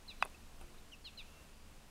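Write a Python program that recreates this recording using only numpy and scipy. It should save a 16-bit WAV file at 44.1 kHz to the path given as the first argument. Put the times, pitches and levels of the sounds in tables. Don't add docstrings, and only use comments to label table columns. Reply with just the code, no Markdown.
import sys
import numpy as np
from scipy import signal
from scipy.fft import rfft, irfft
from scipy.io import wavfile

SR = 44100
rng = np.random.default_rng(int(sys.argv[2]) if len(sys.argv) > 2 else 0)


def to_wav(s):
    ch = np.atleast_2d(s).T
    pcm = np.round(np.clip(ch, -1, 1) * 32767)
    wavfile.write(sys.argv[1], SR, pcm.astype(np.int16))


N = 83790

# (time [s], length [s], starting pitch [Hz], level [dB])
UPPER_NOTES = [(.077, 0.048, 4320, -48), (.203, 0.05, 4220, -54.5), (1.043, 0.055, 4460, -49),
               (1.172, 0.05, 4280, -49.5)]
# (time [s], length [s], starting pitch [Hz], level [dB])
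LOWER_NOTES = [(.088, 0.05, 3100, -55.5), (.212, 0.031, 3100, -54), (.917, 0.034, 3220, -51),
               (1.047, 0.053, 3510, -51.5), (1.177, 0.054, 3186, -52.5)]
# (delay [s], relative level [dB])
ECHOES = [(.0085, -9.5), (0.0149, -25), (0.025, -27)]
# (time [s], length [s], pitch [Hz], level [dB], wobble [share of pitch])
PINGS_AND_WHISTLES = [(0.343, 0.0099, 2620, -54.5, 0.0085), (0.354, 0.009, 2620, -59, .01),
                      (.775, 0.025, 3700, -64, .07), (1.13, 0.21, 2650, -66, 0.031),
                      (1.282, 0.2, 2730, -67.5, 0.0081), (1.5, 0.19, 4850, -75.5, .012)]
# (pitch [Hz], relative level [dB], time to fade by 60 dB [s])
BODY_TONES = [(730, -20.5, .012), (1093, -15, 0.01), (1490, -14, 0.0064), (2020, -34.5, 0.027),
              (2560, -20, 0.019), (3300, -39, 0.019), (3590, -26, 0.0082), (4764, -31, 0.011),
              (5860, -36, 0.0061), (7080, -44, 0.012), (8530, -31.5, 0.0037)]
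# (time [s], relative level [dB], muffled above [Hz])
CLICKS = [(0.2247, 0.5, 9000), (0.2499, -31, 2470), (0.2563, -21, 1090), (0.745, -40.5, 7000)]
# (time [s], level [dB])
TICKS = [(.080, -50), (0.2355, -56), (.2438, -53), (0.2482, -50), (.2514, -27.5), (.299, -47),
         (.612, -49.5), (.744, -51)]
# (pitch [Hz], level [dB], time to fade by 60 dB [s])
KNOCK_TONES = [(347.6, -61.5, 0.83), (770, -53.5, 0.056)]
# (pitch [Hz], average level [dB])
HUM_TONES = [(73, -70.5), (146, -80), (218.5, -75.5), (291, -79.5)]
# (frequency [Hz], relative level [dB])
CRACK_COLOUR = [(150, -6), (420, -3), (2200, -12), (4200, -1), (6500, -14), (9000, -9), (11000, -34),
                (15500, -48)]
SHUDDER_COLOUR = [(20, -14), (60, 6.5), (150, -10.5), (400, 0), (700, -1.5), (1500, -19), (5000, -42)]
TICK_COLOUR = [(300, -40), (7000, -30), (8700, 0), (11300, 0), (13000, -12), (16000, -17)]
KNOCK_COLOUR = [(30, 6), (60, 18), (130, -10), (400, -9), (760, -4), (1000, -4), (1450, -9), (2000, -24),
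                (2700, -6), (4500, -32), (7000, -29), (9800, -17), (15000, -44)]
HISS_COLOUR = [(60, -13.5), (110, 1), (200, -1.5), (300, -5), (450, -6.5), (700, -7.5), (1100, -8.5),
               (1600, -12), (2100, -13), (2700, -11.5), (3300, -14.5), (5000, -16), (7000, -17.5),
               (9300, -19), (11500, -22.5), (13500, -24.5), (15800, -28.5)]
RUMBLE_COLOUR = [(8, -15.5), (18, 11.5), (32, -5.5), (48, -6.5), (62, -13), (75, -7), (95, -24), (160, -38),
                 (400, -91)]


def bird():
    high = voice(UPPER_NOTES, fall=5.5, bend=71.8, skew=0.63)
    low = voice(LOWER_NOTES, fall=11.0, bend=-4, skew=0.83)
    strength = abs(high) + abs(low) + 1e-9
    overtones = filtered(low * (low + high) / strength, 5060, "low", order=4)
    mixing_tone = 2 * high ** 2 * low.conj() / (strength * (abs(low) + abs(high) / 2 + 1e-9))
    song = (high + low + amp(-9) * overtones + 2 * amp(-18) * mixing_tone).real
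    out = song + amp(-13) * scatter(song, t60=0.49)
    for delay, db in ECHOES:
        add(out, delay, amp(db) * song)
    return out


def voice(notes, fall, bend, skew):
    out = np.zeros(N, complex)
    waver, flutter_db = 0.0087 * drift(150), 1.5 * drift(140)
    for start, length, hz, db in notes:
        t = np.arange(0, length, 1 / SR)
        at = round(start * SR) + np.arange(len(t))
        octaves_down = fall * t + bend * t ** 2
        pitch = hz * 2 ** -octaves_down * (1 + waver[at])
        swell = abs(np.sin(np.pi * (t / length) ** skew)) ** 1.07
        tone = np.exp(2j * np.pi * np.cumsum(pitch) / SR)
        add(out, start, amp(db + flutter_db[at]) * swell * tone)
    return out


def camera_clicks():
    t, out = np.arange(SR // 5) / SR, np.zeros(N)
    ring = sum((-1) ** k * amp(db) * dying(t, t60) * np.sin(2 * np.pi * hz * t)
               for k, (hz, db, t60) in enumerate(BODY_TONES))
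    rise = 1 - np.exp(-t / 0.00044)
    ring = filtered(ring * rise, 480, "high", order=3)
    crack = amp(-36.5) * dying(t, t60=0.0095) * noise(CRACK_COLOUR)[:len(t)]
    swell = dying(abs(t - 0.03), t60=0.11)
    shudder = amp(-52.5) * swell * noise(SHUDDER_COLOUR)[:len(t)]
    for start, db, cutoff_hz in CLICKS:
        add(out, start, amp(db) * filtered(ring + crack + shudder, cutoff_hz, "low", order=1))
    return out + amp(-23.5) * scatter(out, t60=0.13)


def camera_ticks():
    t, out = np.arange(SR // 50) / SR, np.zeros(N)
    fizz = noise(TICK_COLOUR)
    burst = np.minimum(t / 0.00052, 1) * dying(t, t60=0.0029)
    for start, db in TICKS:
        add(out, start, amp(db) * burst * fizz[round(start * SR):][:len(t)])
    return out


def far_knock():
    t, out = np.arange(N) / SR, np.zeros(N)
    fade = dying(t, t60=0.053) + amp(-3.5) * dying(t, t60=0.31)
    blow = amp(-51.5) * noise(KNOCK_COLOUR) * fade
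    ring = sum(amp(db) * dying(t, t60) * np.sin(2 * np.pi * hz * t) for hz, db, t60 in KNOCK_TONES)
    rise = np.minimum(t / 0.0033, 1)
    add(out, s=0.61, sound=(blow + ring) * rise)
    return out


def pings_and_whistles():
    out, waver = np.zeros(N), drift(120)
    for start, length, hz, db, wobble in PINGS_AND_WHISTLES:
        t = np.arange(0, length, 1 / SR)
        pitch = hz * (1 + wobble * waver[round(start * SR):][:len(t)])
        swell = np.sin(np.pi * t / length)
        add(out, start, amp(db) * swell * np.sin(2 * np.pi * np.cumsum(pitch) / SR))
    return out + amp(-19) * scatter(out, t60=0.5)


def background():
    hiss = amp(-62 + 0.67 * drift(2.7)) * noise(HISS_COLOUR)
    rumble = amp(-56.5 + 0.15 * drift(1.7)) * noise(RUMBLE_COLOUR)
    uneven_time = np.cumsum(1 + 0.0056 * drift(2.9)) / SR
    hum = np.zeros(N)
    for hz, db in HUM_TONES:
        level = amp(db + 1.84 * drift(4))
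        hum += level * np.sqrt(2) * np.sin(2 * np.pi * (hz * uneven_time + rng.random()))
    return hiss + rumble + hum


def amp(db):
    return 10 ** (np.asarray(db) / 20)


def unit(x):
    return x / np.sqrt(np.mean(x ** 2) + 1e-20)


def add(mix, s, sound):
    part = mix[max(round(s * SR), 0):][:len(sound)]
    part += sound[:len(part)]


def noise(colour):
    hz, db = np.transpose(colour)
    f = np.fft.rfftfreq(N, 1 / SR)
    shape = amp(np.interp(np.log(f + 1), np.log(hz + 1), db))
    return unit(irfft(rfft(rng.standard_normal(N)) * shape, N))


def drift(rate_hz):
    f = np.fft.rfftfreq(N, 1 / SR)
    return unit(irfft(rfft(rng.standard_normal(N)) * np.exp(-(f / rate_hz) ** 2) * (f > 0), N))


def dying(t, t60):
    return np.exp(-np.log(1000) * t / t60)


def filtered(x, hz, kind, order):
    return signal.sosfilt(signal.butter(order, min(hz, SR / 2 - 100), kind, fs=SR, output="sos"), x)


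def scatter(x, t60):
    t = np.arange(SR) / SR
    tail = rng.standard_normal(SR) * dying(t, t60) * np.minimum(t / 0.0044, 1)
    return signal.fftconvolve(x, tail / np.linalg.norm(tail))[:N]


def scene():
    mix = background() + bird() + pings_and_whistles() + camera_clicks() + camera_ticks() + far_knock()
    return mix[None]


def record(dry):
    treble_cut = signal.firwin(511, 15800, window=("kaiser", 9), fs=SR)
    return signal.oaconvolve(dry, treble_cut[None], "same")


dry = scene()
out = record(dry)
to_wav(out)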